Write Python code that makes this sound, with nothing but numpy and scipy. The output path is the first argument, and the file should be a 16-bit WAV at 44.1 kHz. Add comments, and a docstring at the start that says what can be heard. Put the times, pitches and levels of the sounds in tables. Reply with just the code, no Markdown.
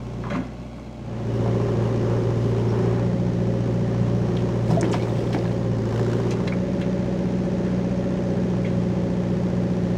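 """An empty bucket clanks over the throb of a four-cylinder diesel: a backhoe is loading a tipper truck.
We listen in open country, first from the ground, then from above the truck body. Each firing in the
engine puffs the exhaust and shakes the steel. The engine labours and oil sings in the valves as the
arm lifts a load. Soil pours, stones and clods thud into the ringing steel body, and the arm swings
back with a few clinks of its linkage."""
import sys
import numpy as np
from scipy import signal
from scipy.fft import rfft, irfft, next_fast_len
from scipy.io import wavfile
from scipy.ndimage import uniform_filter1d, map_coordinates

SR = 44100
rng = np.random.default_rng(int(sys.argv[2]) if len(sys.argv) > 2 else 0)


def log_audio(samples):
    """Write samples as a 16-bit WAV file to the path given in sys.argv[1]."""
    # one column per channel
    frames = np.atleast_2d(samples).T
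    # limit to full scale, then quantise
    limited = np.clip(frames, -1, 1)
    pcm = np.round(limited * 32767).astype(np.int16)
    wavfile.write(sys.argv[1], SR, pcm)


N = 439677
TIME = np.arange(N) / SR

# Levels are relative. A fade time is how long a sound takes to fall by 60 dB.
# engine speed, which sags when the hydraulics pull: (time [s], speed [firings per s])
ENGINE_SPEED = [(0, 59.2), (.3, 59.8), (.55, 61.1), (.93, 61.1), (1.05, 58.5), (1.25, 57.4), (1.7, 58.05),
                (2.45, 57.9), (2.67, 57.4), (3.15, 59.4), (3.4, 58.8), (4.5, 59), (4.66, 57.9), (4.9, 59.6),
                (5.08, 58), (5.3, 59.2), (5.65, 58.7), (5.87, 56.6), (6.1, 58.4), (6.7, 61.2), (8.3, 61.1),
                (8.65, 59.7), (9.3, 60.1), (9.97, 59.7)]
# how hard the hydraulics pull: (time [s], load [0-1])
ENGINE_LOAD = [(0, 0.72), (1.1, 0.14), (1.45, 0.83), (2.85, 0.86), (3.15, 0.19), (4.45, 0.6), (4.7, 0.67),
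               (5.05, 0.47), (5.7, 0.34), (6, 0.98), (6.3, 0.86), (6.6, 0.05), (9.97, 0.23)]
# where we listen, 1 on the ground behind the truck and 0 above it: (time [s], position [0-1])
BEHIND_TRUCK = [(0, 0.8), (.3, 0.62), (.55, 1), (.97, 1), (1.11, 0.56), (1.3, 0.14), (1.48, 0.02)]
# the four cylinders in firing order: (strength [dB])
CYLINDER_DB = [3.0, -2.5, 0, -1.5]
# wait from each cylinder's firing to its knock: (delay [s])
KNOCK_DELAYS = [.003, .0052, .0037, .006]
# exhaust tones at 1, 2 and 3 times the firing rate, each loudest at its resonance: (top level [dB],
# resonance [Hz], width [Hz], change at full load [dB], change behind the truck [dB])
EXHAUST_TONES = [(-37, 59, 30, 1, -5.5), (-23.7, 116.14, 7.4, 2.3, -14.5), (-20.8, 181, 7.6, -5, -25)]
# the exhaust note's level: a little up at first, then lower, dipping deepest near 1.1 s and 5 s and staying 3
# dB down from 6.1 s on: (time [s], change [dB])
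EXHAUST_SAG = [(.6, 1), (.9, -1), (1.1, -3), (1.4, -1.5), (4.8, -1), (5.05, -4), (5.75, -2.5), (6.1, -3)]
# tones of the engine block:
# (pitch [times the firing rate], level [dB], change at full load [dB], change behind the truck [dB])
BLOCK_TONES = [(1.5, -41.5, -3.5, -14), (2.25, -47, -0.5, -29), (2.5, -39, -1.5, -10),
               (2.75, -43.5, -1, -20), (3.25, -42.5, -4.5, -24), (3.5, -48.5, 10, -5), (3.75, -38, 0, -10),
               (4, -54.5, 17, -14), (4.25, -40, -6.5, -22), (4.75, -44.5, 3.5, -26), (5.5, -39, -20, -7),
               (5.75, -38, -17.5, -24), (6, -45.5, 11.5, -19), (6.25, -50, 11.5, -17),
               (6.5, -46.5, 7.5, -27), (7, -46, 5.5, -23), (7.25, -50.5, 5.5, -22.5), (8, -60, 22.5, -18),
               (8.75, -46, -8, -20), (9, -39, -17, -20), (9.25, -39, -2.5, -28), (9.75, -47, 3, -11.5),
               (10, -50, 1, -3), (10.25, -58, 11, -20), (13.75, -59.5, 6, -21), (16, -63.5, 10, -17.5),
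               (18, -61.5, 11, -4), (20, -65.5, 10, -21)]
# where the silencer and hood ring: (pitch [Hz], width [Hz], level [dB], change at full load [dB])
HOOD_BANDS = [(201.2, 100, -6.5, 0.5), (282.6, 92, -9, -3.5), (377, 72, -11, 9.5), (433, 195, -14.5, 3.5),
              (574.3, 48, -21, 6.5)]
# tone of the engine's low rumble: (frequency [Hz], level [dB])
RUMBLE_SPECTRUM = [(30, -17), (70, -12.5), (110, -3), (160, 2), (215, -5.5), (290, -16), (380, -4),
                   (490, -10.5), (570, -8), (650, -27.5), (900, -39)]
# tone of the clatter of burning fuel: (frequency [Hz], level [dB])
CLATTER_SPECTRUM = [(450, -7.5), (660, 2), (850, 2), (1100, -7.5), (1450, -8), (1750, -6.5), (2400, -12),
                    (3000, -18.5), (4500, -40.5)]
# tone of the engine's hiss: (frequency [Hz], level [dB])
HISS_SPECTRUM = [(2000, 0), (3200, 4), (4800, 1.5), (6500, -0.5), (7800, -9), (9500, -13.5), (11500, -25.5),
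                 (13600, -31.5), (14800, -17), (16000, -22.5)]
# how loud those three noises are: (level at working speed [dB], change at full load [dB],
# change per extra firing per s [dB], change behind the truck [dB])
RUMBLE_DB = (-29.5, 1, 0.54, -11.5)
CLATTER_DB = (-42.5, 0, 0.61, -8)
HISS_DB = (-52.5, 3, 0.48, -9.5)
# where the block rings harder under load: (pitch [Hz], width [Hz], level at full load [dB])
STRAIN_BANDS = [(700, 430, -16), (1094, 294, 4)]
# the engine's roar swells as the arm digs and heaves: (time [s], boost [dB])
ROAR_SWELL = [(.95, 0), (1.12, 2.5), (1.33, 0), (1.52, 1.8), (1.75, .5), (2.08, 1.8), (2.25, 0), (2.65, .5),
              (2.8, 2), (2.98, 3), (3.12, 0)]
# how the engine noise changes behind the truck: (frequency [Hz], width [Hz], change [dB])
TRUCK_SHADOW = [(166, 95, -1.5), (240, 57, 4.5), (393, 180, -7.5), (680, 260, 2.5), (935, 220, -3.5),
                (1800, 410, -11), (7500, 1800, 3.5), (13000, 5000, -9)]

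# clanks of bucket and linkage, and a few dull stray knocks in the engine's roar:
# (time [s], level [dB], pitch [Hz], fade time [s])
CLANKS_AND_KNOCKS = [(0.236, -40, 1300, 0.13), (.263, -40.5, 895, 0.18), (.299, -40.5, 1760, 0.58),
                     (.305, -40, 625, 0.2), (.306, -35.5, 1490, 0.092), (0.299, -53, 4800, 0.19),
                     (0.332, -41, 2400, .12), (.358, -50, 5000, .1), (0.346, -33, 1140, 0.11),
                     (.352, -40, 2000, 0.12), (.405, -52, 900, 0.29), (0.782, -48, 1000, 0.045),
                     (1.107, -41, 393, 0.078), (1.457, -34, 620, 0.051), (1.598, -32, 559.7, 0.071),
                     (2.048, -44, 1044, 0.15), (2.908, -43, 1150, 0.1), (6.305, -38, 5000, .12),
                     (6.311, -37, 2300, 0.11), (6.4735, -29.5, 2150, .065), (6.474, -37, 3900, .075),
                     (6.522, -39.5, 1200, 0.09), (6.81, -49, 8000, 0.043), (6.8108, -38.5, 2300, 0.15),
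                     (7.661, -46, 1702, 0.33), (8.533, -40, 916, .05), (8.573, -45, 800, .05),
                     (8.648, -41.5, 2020, .26)]
# the arm booms as the empty bucket hits its stop and bounces twice: (time [s], level [dB], pitch [Hz])
ARM_BOOMS = [(.313, -18.5, 182), (0.36, -22, 240), (.411, -27, 263)]
# where the bucket's steel rings: (pitch [Hz], width [Hz], level [dB])
BUCKET_BANDS = [(579, 19, 14.5), (701, 7.6, 18), (820, 81, 4.5), (1052, 8.7, 11), (1050, 240, 7.5),
                (1347, 5.6, 10.5), (1460, 8.3, 7), (1654, 35, 6), (2040, 46, 8.5), (2170, 11, 2),
                (2400, 77, -1), (2700, 16, 8), (3285, 68, 9.5), (4020, 110, 6.5), (6300, 880, -1)]
# stones landing, the smaller the higher: (time [s], level [dB], pitch [Hz], width [Hz], fade time [s])
STONE_HITS = [(4.367, -33.5, 2900, 1700, 0.056), (4.388, -43, 3000, 2000, .12),
              (4.431, -41, 1200, 700, .05), (4.70, -34, 800, 780, .24), (4.703, -40.5, 4380, 2400, 0.14),
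              (4.8098, -24.5, 6500, 2400, 0.028), (4.827, -30.5, 1330, 1600, 0.13),
              (4.843, -38.5, 1900, 2210, 0.1), (4.874, -46, 3500, 2400, .05),
              (4.915, -38.5, 6760, 2400, 0.12), (4.927, -32.5, 2700, 2980, 0.17),
              (4.9395, -23, 950, 1300, 0.06), (4.961, -37, 1584, 1800, 0.073),
              (4.997, -48, 3360, 2400, 0.065), (5.022, -42, 4000, 2400, 0.093),
              (5.069, -37, 1000, 600, 0.048), (5.109, -52, 4200, 3000, .05), (5.182, -42, 3220, 2400, .07),
              (5.205, -45, 2600, 1510, .06), (5.268, -42.5, 3200, 2000, .06),
              (5.329, -32.5, 2300, 2980, 0.1), (5.341, -30.5, 900, 1400, 0.15),
              (5.386, -40, 4300, 1800, .04), (5.4535, -23, 1000, 900, 0.019), (5.516, -47, 4000, 2400, .05),
              (5.609, -51, 1030, 600, .04)]
# heavy clods thudding onto the load: (time [s], level [dB], pitch [Hz], fade time [s])
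CLOD_HITS = [(4.689, -20.5, 187, 0.53), (4.812, -24, 334, 1), (5.211, -27, 350, .3),
             (5.343, -19.5, 305, 0.14)]
# where the truck body's steel rings: (pitch [Hz], width [Hz], level [dB])
TRUCK_BANDS = [(342, 27, 1), (510, 22, -16), (724, 33, 11), (920, 92, 3.5), (1700, 78, 1), (2210, 86, -2),
               (3207, 110, -4), (5400, 290, 0)]
# parts left ringing by a blow: (time [s], pitch [Hz], level [dB], fade time [s])
RINGING_PARTS = [(.312, 177.7, -22.5, 0.65), (.345, 257, -25, 0.52), (4.695, 164, -15, 0.56),
                 (4.771, 664, -10, 0.078), (4.996, 2230, -34, 0.08), (5.023, 2360, -34, 0.073),
                 (6.521, 2085, -28, .04), (6.522, 2235, -19.5, 0.035), (6.524, 2390, -31, 0.074),
                 (8.647, 2180, -18.5, 0.016), (8.657, 2030, -42, 0.092)]
# soil leaving the bucket: (time [s], level [dB])
SOIL_FLOW = [(4.2, -80), (4.45, -60), (4.62, -47), (4.71, -28.5), (4.8, -41), (4.95, -38), (5.1, -34),
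             (5.35, -38), (5.55, -40), (5.8, -70), (6.1, -89)]
# tone of falling grit: (frequency [Hz], level [dB])
GRIT_SPECTRUM = [(200, 18), (600, 13), (1200, -9), (2500, -22.5), (5500, -16), (8000, -18), (12000, -34),
                 (15500, -27.5)]
# pebbles bouncing among the soil: (time [s], rate [pebbles per s])
PEBBLE_RATE = [(4.3, 0), (4.62, 40), (4.72, 220), (4.95, 300), (5.35, 200), (5.7, 0)]
# the linkage rattles as the arm pulls back: (time [s], level [dB])
RATTLE_SWELL = [(5.6, -70), (5.82, -48), (6.04, -40), (6.25, -52), (6.45, -58), (6.6, -76)]
# tone of that rattle: (frequency [Hz], level [dB])
RATTLE_SPECTRUM = [(250, -6.5), (450, 7.5), (800, 1.5), (1600, 6.5), (2500, -10), (4000, -9), (7000, -11.5),
                   (11000, -31), (15500, -31)]
# chirps of a pivot pin: (time [s], level [dB], pitch [Hz])
PIN_CHIRPS = [(2.41, -50, 5050), (2.686, -47, 5450)]
# where the oil sings:
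# (pitch [Hz], width [Hz], level from the ground [dB], level from above at full load [dB])
OIL_BANDS = [(622, 10, -67, -62), (1150, 39, -82, -68), (2230, 150, -61.5, -65.5), (2650, 160, -65, -75),
             (2900, 260, -73, -55), (3275, 50, -65.5, -72.5), (3850, 70, -73, -85.5), (4100, 90, -71, -85),
             (5260, 260, -89, -62.5)]


def engine(working_speed=59):
    """A diesel fires about 59 times a second; its tones and noises all keep time with those firings."""
    speed = curve(ENGINE_SPEED)
    load, ground = curve(ENGINE_LOAD), curve(BEHIND_TRUCK)
    firing = np.cumsum(speed * (1 + .0009 * drift(14))) / SR  # running count of firings
    rumble_gain, clatter_gain, hiss_gain = (
        from_db(db + load_db * load + speed_db * (speed - working_speed) + ground_db * ground)
        for db, load_db, speed_db, ground_db in (RUMBLE_DB, CLATTER_DB, HISS_DB))
    rumble = colour(vibration(firing, share=.38) * throb(firing, depth=.76, fall=1.5), RUMBLE_SPECTRUM)
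    clatter = colour(vibration(firing, share=.55) * throb(firing, depth=.27, fall=2.2), CLATTER_SPECTRUM)
    hiss = colour(vibration(firing, share=.35) * throb(firing, depth=.22, fall=6.7), HISS_SPECTRUM)
    surge = from_db(2.5 * drift(16))
    clatter += load * surge * ring_through(clatter, STRAIN_BANDS)
    roar = from_db(curve(ROAR_SWELL))
    low = roar * rumble_gain * (from_db(-3) * rumble + hood_thumps(firing, load))
    high = roar * clatter_gain * clatter + hiss_gain * hiss
    noise = low + reflections(high)
    shadow = sum((from_db(db) - 1) * resonance(noise, hz, width) for hz, width, db in TRUCK_SHADOW)
    tones = exhaust(firing, speed, load, ground) + block_hum(firing, load, ground)
    return tones + noise + ground * shadow + linkage_rattle(firing)


def exhaust(firing, speed, load, ground):
    """Three low tones peak together in one puff; each swells as the speed brings it to a resonance."""
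    puff = 0
    for multiple, (db, hz, width, load_db, ground_db) in enumerate(EXHAUST_TONES, 1):
        swell = 1 / np.hypot(1, 2 * (multiple * speed - hz) / width)
        gain = from_db(db + load_db * load + ground_db * ground)
        puff += swell * gain * np.cos(2 * np.pi * multiple * firing)
    return np.sqrt(2) * puff * from_db(curve(EXHAUST_SAG) + .5 * drift(18))


def block_hum(firing, load, ground):
    """Unequal cylinders make the block hum at quarter multiples of the firing rate, wavering a little."""
    crank = firing + .003 * drift(12)
    tones = 0
    for multiple, db, load_db, ground_db in BLOCK_TONES:
        phase = 2 * np.pi * (multiple * crank + rng.random()) + .12 * drift(6)
        gain = from_db(db + load_db * load + ground_db * ground + 1.5 * drift(6))
        tones += gain * np.cos(phase)
    return np.sqrt(2) * tones


def hood_thumps(firing, load, scatter_cycles=.3, spread_db=2.4):
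    """Every firing knocks the silencer and hood, never twice with quite the same strength or delay."""
    fired = np.flatnonzero(np.diff(np.floor(firing)))
    count = len(fired)
    strength_db = np.resize(CYLINDER_DB, count) + rng.normal(0, 1.4, count)
    thumps = 0
    for hz, width, db, load_db in HOOD_BANDS:
        delay_s = np.resize(KNOCK_DELAYS, count) + rng.normal(0, scatter_cycles / hz, count)
        starts = np.clip(fired + (delay_s * SR).astype(int), 0, N - 1)
        kicks = np.zeros(N)
        kicks[starts] = from_db(np.minimum(strength_db + rng.normal(0, spread_db, count), 6))
        ring = resonance(resonance(kicks, hz, width), hz, width)
        thumps += from_db(db + load_db * load) * rms_one(ring)
    return thumps


def vibration(firing, share, size=2940):
    """Engine shaking: one share repeats with each round of the cylinders, the rest is fresh noise."""
    cylinders = len(CYLINDER_DB)
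    harmonics = np.exp(2j * np.pi * rng.random(size // 2 + 1))
    # leave gaps where the exhaust and block have their own tones
    harmonics[cylinders * np.arange(len(EXHAUST_TONES) + 1)] = 0
    harmonics[[round(cylinders * row[0]) for row in BLOCK_TONES]] = 0
    place_in_round = (firing / cylinders) % 1 * size
    repeated = map_coordinates(rms_one(irfft(harmonics)), [place_in_round], order=3, mode="grid-wrap")
    return np.sqrt(share) * repeated + np.sqrt(1 - share) * rng.standard_normal(N)


def throb(firing, depth, fall):
    """Each cylinder gives a push of its own strength that fades until the next one fires."""
    strength = from_db(CYLINDER_DB)[firing.astype(int) % len(CYLINDER_DB)]
    push = strength * np.exp(-fall * (firing % 1))
    return 1 - depth + depth * rms_one(uniform_filter1d(push, size=30))


def clanks_and_booms():
    """Knocks ring through the bucket's steel; the arm booms three times under the opening clank."""
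    knocks = sum(burst(s, db, hz, width_hz=.7 * hz, rise_s=.0028, fade_s=fade, rough_db=3)
                 for s, db, hz, fade in CLANKS_AND_KNOCKS)
    knocks += sum(burst(s, db, hz, width_hz=.27 * hz, rise_s=.0027, fade_s=.17, rough_db=-3)
                  for s, db, hz in ARM_BOOMS)
    return from_db(-1.5) * knocks + ring_through(knocks, BUCKET_BANDS)


def stones_and_clods():
    """Stones crack and soft clods thud; both ring through the truck body."""
    hits = sum(burst(s, db, hz, width, rise_s=.0015, fade_s=fade, rough_db=4)
               for s, db, hz, width, fade in STONE_HITS)
    hits += sum(burst(s, db, hz, width_hz=.47 * hz, rise_s=2.6 / hz, fade_s=fade, rough_db=-3)
                for s, db, hz, fade in CLOD_HITS)
    return from_db(-1) * hits + ring_through(hits, TRUCK_BANDS)


def ringing_steel(rise_s=.003):
    """Some blows leave a single steel part ringing with one pure, fading tone."""
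    tones = 0
    for s, hz, db, fade_s in RINGING_PARTS:
        age = np.clip(TIME - s, 0, 1)
        loudness = from_db(db - 60 * age / fade_s) * (1 - np.exp(-age / rise_s))
        tones += loudness * np.sin(2 * np.pi * hz * age)
    return tones


def pouring_soil(grains_per_s=3000, spread_db=3.8):
    """Countless grains of uneven size patter on the heap."""
    sizes = from_db(spread_db * np.minimum(rng.exponential(1, N), 5)) * rng.choice([-1, 1], N)
    lands = rng.random(N) < grains_per_s / SR
    return from_db(curve(SOIL_FLOW)) * colour(sizes * lands, GRIT_SPECTRUM)


def pebbles(width_hz=220, size_count=14):
    """Each pebble clacks briefly at a pitch set by its size."""
    lands = rng.random(N) < curve(PEBBLE_RATE) / SR
    clicks = lands * from_db(rng.uniform(-12, 0, N))
    sizes = rng.integers(0, size_count, N)
    clacks = sum(resonance(clicks * (sizes == size), hz, width_hz) * (hz / 1000) ** -.6
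                 for size, hz in enumerate(np.geomspace(750, 5800, size_count)))
    boost = SR / (2 * np.pi * width_hz)  # a narrow band keeps only a little of each click
    return from_db(-30) * boost * soften(clacks, order=2, hz=6500)


def linkage_rattle(firing):
    """As the arm pulls back, every firing shakes a loose part."""
    taps = throb(firing, depth=.85, fall=4.5) * from_db(2 * drift(30))
    return from_db(curve(RATTLE_SWELL)) * colour(taps * rng.standard_normal(N), RATTLE_SPECTRUM)


def pin_squeaks():
    """A dry pivot pin chirps as the loaded bucket curls."""
    return sum(burst(s, db, hz, width_hz=340, rise_s=.013, fade_s=.18, rough_db=-1)
               for s, db, hz in PIN_CHIRPS)


def singing_oil():
    """Oil rushing through the valves sings in a few narrow bands, each coming and going on its own."""
    flow = rng.standard_normal(N)
    ground = curve(BEHIND_TRUCK)
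    pull = curve(ENGINE_LOAD) * (1 - ground)
    song = 0
    for hz, width, ground_db, pull_db in OIL_BANDS:
        band = rms_one(resonance(flow, hz, width) * from_db(3 * drift(22)))
        song += (ground * from_db(ground_db) + pull * from_db(pull_db)) * band
    return song


def reflections(sound, count=5):
    """Quick echoes off the hood, ground and truck ripple the tone; their delays wander slightly."""
    delays_s = rng.uniform(.002, .016, count)
    echoes = sum(np.interp(TIME - delay - 4e-5 * drift(.5), TIME, sound) for delay in delays_s)
    return .96 * sound + .12 * echoes


def burst(start_s, db, hz, width_hz, rise_s, fade_s, rough_db, size=26000):
    """Many tiny contacts make a burst of noise around one pitch that rises fast and fades steadily."""
    track, age, start = np.zeros(N + size), TIME[:size], int(start_s * SR)
    low_hz = np.hypot(hz, width_hz / 2) - width_hz / 2
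    edges_hz = np.clip([low_hz, low_hz + width_hz], 20, .45 * SR)
    band = signal.butter(1, edges_hz, "band", fs=SR, output="sos")
    contacts = rng.standard_normal(size)
    contacts *= from_db(rough_db * np.repeat(rng.standard_normal(size), repeats=40)[:size])
    noise = signal.sosfilt(np.vstack([band, band]), contacts)
    noise /= np.sqrt(uniform_filter1d(noise ** 2, size=900) + 1e-12)  # even out the slower swells
    loudness = from_db(db - 60 * age / fade_s) * np.minimum(age / rise_s, 1)
    track[start:start + size] = loudness * noise
    return track[:N]


def resonance(sound, hz, width_hz):
    """Let a sound ring at one pitch; the narrower the width, the longer it rings."""
    decay = np.exp(-np.pi * width_hz / SR)
    feedback = [1, -2 * decay * np.cos(2 * np.pi * hz / SR), decay ** 2]
    return signal.lfilter(np.array([1, 0, -1]) * (1 - decay ** 2) / 2, feedback, sound + 1e-18)


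def ring_through(sound, bands):
    """A steel part rings at several pitches at once."""
    return sum(from_db(db) * resonance(sound, hz, width) for hz, width, db in bands)


def colour(sound, spectrum):
    """Shape a sound's lows and highs, dropping 24 dB an octave past the table's ends; strength 1."""
    hz, db = np.transpose(spectrum)
    size = next_fast_len(N)
    octave = np.log2(np.arange(size // 2 + 1) * SR / size + 1)
    outside = np.abs(octave - np.clip(octave, np.log2(hz[0]), np.log2(hz[-1])))
    gain = from_db(np.interp(octave, np.log2(hz), db) - 24 * outside)
    return rms_one(irfft(rfft(sound, size) * gain, size)[:N])


def soften(sound, order, hz):
    """Turn down the treble above hz."""
    return signal.sosfilt(signal.butter(order, hz, fs=SR, output="sos"), sound)


def drift(turns_per_s):
    """A slow random wander, about 1 in size."""
    points = rng.standard_normal(4000)
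    return rms_one(np.interp(TIME * turns_per_s, np.arange(len(points)), points))


def curve(rows):
    """Join (time, value) points with straight lines."""
    return np.interp(TIME, *np.transpose(rows))


def from_db(db):
    """Turn decibels into a multiplier."""
    return 10 ** (np.asarray(db) / 20)


def rms_one(sound):
    """Scale to an average strength (rms) of 1."""
    return sound / np.sqrt(np.mean(sound ** 2) + 1e-20)


def scene(echo_s=.019):
    """Engine, oil, soil and blows, with a dull echo of the blows off the truck wall."""
    hits = clanks_and_booms() + stones_and_clods() + ringing_steel() + pin_squeaks() + pebbles()
    echo = from_db(-12) * soften(np.interp(TIME - echo_s, TIME, hits), order=1, hz=3000)
    return (engine() + singing_oil() + pouring_soil() + hits + echo)[None]


def record(dry, fade_in_s=.004, ceiling=.42, cutoff_hz=15600):
    """The sound fades in quickly, its highest peaks are rounded and the very top treble is cut."""
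    fade_in = np.minimum(TIME / fade_in_s, 1)
    rounded = dry / (1 + (dry / ceiling) ** 6) ** (1 / 6)
    return signal.sosfilt(signal.ellip(10, .1, 80, cutoff_hz, fs=SR, output="sos"), fade_in * rounded)


dry = scene()
out = record(dry)
log_audio(out)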